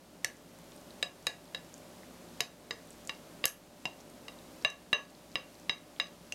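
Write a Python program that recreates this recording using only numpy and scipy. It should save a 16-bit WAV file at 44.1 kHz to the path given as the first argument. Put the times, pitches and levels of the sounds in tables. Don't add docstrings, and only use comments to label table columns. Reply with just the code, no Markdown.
import sys
import numpy as np
from scipy import signal
from scipy.fft import rfft, irfft, next_fast_len
from scipy.io import wavfile
from scipy.ndimage import uniform_filter1d, map_coordinates

SR = 44100
rng = np.random.default_rng(int(sys.argv[2]) if len(sys.argv) > 2 else 0)


def store_pcm(level_fs):
    pcm = np.round(np.clip(level_fs, -1, 1) * 32767).astype(np.int16)
    wavfile.write(sys.argv[1], SR, np.atleast_2d(pcm).T)


N = 279838
T = np.arange(SR // 2) / SR


def amp(db):
    return 10 ** (np.asarray(db) / 20)


def unit(x):
    return x / np.sqrt(np.mean(x ** 2) + 1e-20)


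def blow(x):
    onset = x[:int(0.012 * SR)]
    return x / np.sqrt(np.mean(onset ** 2) + 1e-20)


def along(points, hz):
    point_hz, values = np.transpose(points)
    return np.interp(np.log(hz + 1), np.log(point_hz), values)


def wobble(rate):
    knots = rng.standard_normal(int(N * rate / SR) + 4)
    return map_coordinates(knots, [np.arange(N) * rate / SR])


def filtered(x, response):
    size = next_fast_len(len(x) + 8192)
    spectrum = rfft(x, size) * response(np.fft.rfftfreq(size, 1 / SR))
    return irfft(spectrum, size)[:len(x)]


def resonance(f, hz, width):
    return 1j * f * width / (hz * hz - f * f + 1j * f * width)


def add(track, s, x):
    start = round(s * SR)
    track[start:start + len(x)] += x[:N - start]


def burst(t60):
    return rng.standard_normal(len(T)) * amp(-60 * T / t60)


def puff(hz, width_share, t60):
    return blow(filtered(burst(t60), lambda f: resonance(f, hz, hz * width_share) ** 2))


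def ring(modes, scatter_db=3.0, attack=0.00057):
    x = np.zeros(len(T))
    for hz, db, t60 in modes:
        decay = amp(db + scatter_db * rng.standard_normal() - 60 * T / t60)
        x += decay * np.sin(2 * np.pi * (hz * T + rng.random()))
    return blow(x * (1 - np.exp(-T / attack)))


# (frequency [Hz], t60 [s])
REVERB_T60 = [(150, 0.1), (600, 0.26), (2000, 0.26), (5000, 0.17), (14000, 0.26)]
# (frequency [Hz], level [dB])
REVERB_COLOUR = [(150, -3), (600, 14), (2000, 3.5), (5000, 6), (14000, 0.5)]


def in_room(x, wet_db, gap=0.0012):
    hz, t, noise = signal.stft(rng.standard_normal(len(T)), SR, nperseg=256)
    decay_db = -60 * t / along(REVERB_T60, hz)[:, None]
    envelope = amp(along(REVERB_COLOUR, hz)[:, None] + decay_db)
    tail = signal.istft(noise * envelope, SR, nperseg=256)[1][:len(T)]
    tail = tail * (1 - np.exp(-(T / gap) ** 2))
    tail /= np.linalg.norm(tail)
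    return x + amp(wet_db) * signal.fftconvolve(x, tail)[:len(x)]


# (frequency [Hz], density [dB per Hz])
AIR_SPECTRUM = [(12, -52), (20, -5), (27, -24), (55, -12), (130, -9.5), (172, 4.5), (210, -3.5), (277, 1.5),
                (499, -6.5), (590, -3.5), (780, -7.5), (2460, -20.5), (6910, -21.5), (13500, -26.5),
                (16000, -37)]
# (frequency [Hz], level [dB rms])
HUM_PARTIALS = [(59.2, -70.5), (107.7, -72), (183.0, -76.5), (236.9, -65.5), (532.9, -68.5), (592.2, -64.5)]
AIR_DB, HUM_DB = -52.5, 1


def kitchen():
    air = unit(filtered(rng.standard_normal(N), lambda f: amp(along(AIR_SPECTRUM, f))))
    t = np.arange(N) / SR
    hum = np.zeros(N)
    for hz, db in HUM_PARTIALS:
        level = amp(db + 0.94 * wobble(4.0)) * np.sqrt(2)
        hum += level * np.sin(2 * np.pi * hz * t + 0.5 * wobble(5))
    return amp(AIR_DB) * air + amp(HUM_DB) * hum


# (time [s], strength [dB], click level [dB], spot on the plate)
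TIP_TAPS = [(0.2453, -30.5, -25.5, "edge"), (1.027, -25, -32, "back"), (1.2681, -25, -28.5, "back"),
            (1.547, -33.5, -44, "back"), (2.4052, -27.5, -25, "back right"),
            (2.7082, -33, -43.5, "back right"), (3.094, -33.5, -45, "side"), (3.4407, -25, -46, "side"),
            (3.4541, -31.5, -16.5, "edge"), (3.8543, -31, -42, "front"), (4.282, -44, -53, "side"),
            (4.648, -19.5, -62, "left"), (4.9296, -18, -55, "left"), (5.3556, -26.5, -48, "side"),
            (5.695, -22.5, -62, "back left"), (5.999, -23, -40.5, "back left"),
            (6.322, -39.5, -38, "right")]
# (frequency [Hz], density [dB per Hz])
EGG_SPECTRUM = [(1200, -10), (2500, -1.5), (4500, -3.5), (7500, -8.5), (12000, -11.5), (16000, -16)]
# (time [s], level [dB], pitch [Hz])
CLEAR_TICKS = [(0.7628, -58.5, 8500), (0.9063, -55.5, 4200), (1.741, -50.5, 6500), (2.033, -57, 1960),
               (2.9058, -52.5, 7640), (3.074, -45.5, 6860), (3.48, -38, 6260), (4.0082, -58.5, 5960),
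               (4.624, -56.5, 4970), (4.7018, -46.5, 6700)]
EGG_DB, PUSH_DB = -63, 0.5
PUSH_LEAD_S, PUSH_WIDTH_S = 0.1, 0.092
WET_TICK_DB, WET_TICK_RANGE_DB = -0.5, 4.5


def egg(count=40):
    hiss = unit(filtered(rng.standard_normal(N), lambda f: amp(along(EGG_SPECTRUM, f))))
    t = np.arange(N) / SR
    pushes = [np.exp(-((t - s + PUSH_LEAD_S) / PUSH_WIDTH_S) ** 2) for s, *_ in TIP_TAPS]
    push = np.max(pushes, axis=0)
    level_db = EGG_DB + PUSH_DB * push + 0.8 * wobble(6.95)
    out = amp(level_db + 0.74 * wobble(28)) * hiss
    for s, db, hz in CLEAR_TICKS:
        tick = puff(hz, width_share=0.35, t60=0.0061)
        add(out, s, amp(db) * in_room(tick, wet_db=-10))
    for when, size, pitch in rng.random((count, 3)):
        db = level_db[int(when * N)] + WET_TICK_DB + WET_TICK_RANGE_DB * size ** 2
        wet_tick = puff(3000 * 2.8 ** pitch, width_share=0.45, t60=0.0084)
        add(out, when * (N - 1) / SR, amp(db) * wet_tick)
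    return out


# (frequency [Hz], t60 [s], twin frequency [Hz], twin level [dB])
PLATE_MODES = [(1158, 0.023, 1120, -24), (1731, 0.041, 1675, -19.5), (2777, 0.046, 2748, -20.5),
               (3849, 0.038, 3842, -28.5), (4987, 0.026, 4953, -22.5)]


def plate_ring(mode_db, twin_t60=0.22):
    pairs = []
    for hz, t60, twin_hz, twin_db in PLATE_MODES:
        pairs.append(ring([(hz, 0, t60), (twin_hz, twin_db, twin_t60)], scatter_db=2.0))
    return amp(mode_db) @ np.array(pairs)


# (frequency [Hz], relative level [dB], t60 [s])
RIM_MODES = [(6163, 21.5, 0.23), (7470, 14, 0.11), (8950, 9, .15)]


def rim_ring():
    return ring(RIM_MODES, scatter_db=5.5, attack=0.0023)


# (frequency [Hz], relative level [dB], t60 [s])
TABLE_MODES = [(139.3, -10, 0.091), (328, -6.5, 0.029), (438, -1.5, 0.018), (696, -7.5, 0.059),
               (1000, -9, 0.017)]


def table_knock(knock_hz):
    thud = amp(-6) * puff(720, width_share=1.2, t60=0.045)
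    return ring(TABLE_MODES + [(knock_hz, 2, 0.048)], scatter_db=2.5, attack=0.0001) + thud


# (frequency [Hz], relative level [dB], t60 [s])
STICK_MODES = [(1961, -3.5, 0.022), (2140, -2.5, 0.015), (2420, -3, 0.008), (2972, 2.5, 0.0076),
               (4480, -11, 0.0078)]


def stick_tock():
    scuff = amp(-9) * puff(2600, width_share=1.2, t60=0.02)
    return ring(STICK_MODES, scatter_db=2.5, attack=0.00037) + scuff


# (frequency [Hz], width [Hz], relative level [dB])
CLICK_RESONANCES = [(2650, 490, 4.5), (4450, 330, 3), (5440, 380, 3.5), (6340, 450, 5.5), (7600, 640, 4),
                    (8860, 350, 0.5), (9960, 670, 2), (12000, 1160, 1.5), (14000, 2100, -7.5)]
SOFT_CLICK_HZ, FIRM_CLICK_DB = 4930, -23.5
BRIGHTENING = 1.26


def click(click_db):
    bright_hz = SOFT_CLICK_HZ * (1 + amp(click_db - FIRM_CLICK_DB) ** BRIGHTENING)
    lowpass = signal.butter(2, min(bright_hz, SR * 0.45), fs=SR, output="sos")
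    force = signal.sosfilt(lowpass, burst(0.009))

    def wood(f):
        return sum((-1) ** k * amp(db) * resonance(f, hz, width)
                   for k, (hz, width, db) in enumerate(CLICK_RESONANCES))

    return blow(filtered(force, wood))


PLATE_SPOTS = {"edge": (550, -12, -1.5, -21, (-17.5, -2.5, -19, -11, -27)),
               "back": (542, -13.5, -9.5, -32, (-19.5, -9.5, -8.5, -1.5, -13.5)),
               "back right": (467, -11, -4, -22.5, (-14, -10, -12.5, -3.5, -8)),
               "right": (570, -20, -15, -16, (-26, -23, 1.5, -31, -15)),
               "side": (490, -12, -4.5, -33, (-11.5, -14.5, -4, -6, -11)),
               "front": (725, -7, -8.5, -29, (-39, -18, -0.5, -8.5, -11)),
               "left": (602, -12.5, -7, -23.5, (-10.5, -6, 0, -2, -18.5)),
               "back left": (583, -18, -5, -26.5, (-16, -13.5, -7, -1.5, -13.5))}


def taps(bite=0.0005):
    out = np.zeros(N)
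    for s, db, click_db, spot in TIP_TAPS:
        knock_hz, knock_db, stick_db, rim_db, mode_db = PLATE_SPOTS[spot]
        plate = in_room(plate_ring(mode_db), wet_db=-11)
        rim = amp(rim_db) * rim_ring()
        add(out, s, amp(db) * (plate + rim))
        knock = amp(knock_db) * table_knock(knock_hz)
        stick = amp(stick_db) * stick_tock()
        add(out, s, amp(db) * in_room(knock + stick, wet_db=-10.5))
        add(out, s + bite, amp(click_db) * in_room(click(click_db), wet_db=-11.5))
    return out


GAIN_THRESHOLD_DB, GAIN_SLOPE = -30, 0.36
GAIN_RECOVERY_S, START_CUT_DB = 0.47, 6.5


def gain_control(x, size=44):
    level_db = 10 * np.log10(np.abs(uniform_filter1d(x ** 2, size)) + 1e-12)
    needed_db = GAIN_SLOPE * np.maximum(level_db - GAIN_THRESHOLD_DB, 0)
    needed_db[0] = START_CUT_DB
    fade = np.exp(-np.arange(N) / SR / GAIN_RECOVERY_S)
    cut_db = np.maximum.accumulate(needed_db / fade) * fade
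    return x * amp(-uniform_filter1d(cut_db, size))


def scene():
    return (kitchen() + egg() + taps())[None]


TOP_HZ = 16000


def record(dry):
    x = gain_control(dry[0])
    rounded = x / (1 + np.abs(x / 0.23) ** 6) ** (1 / 6)
    return filtered(rounded, lambda f: f < TOP_HZ)[None]


dry = scene()
out = record(dry)
store_pcm(out)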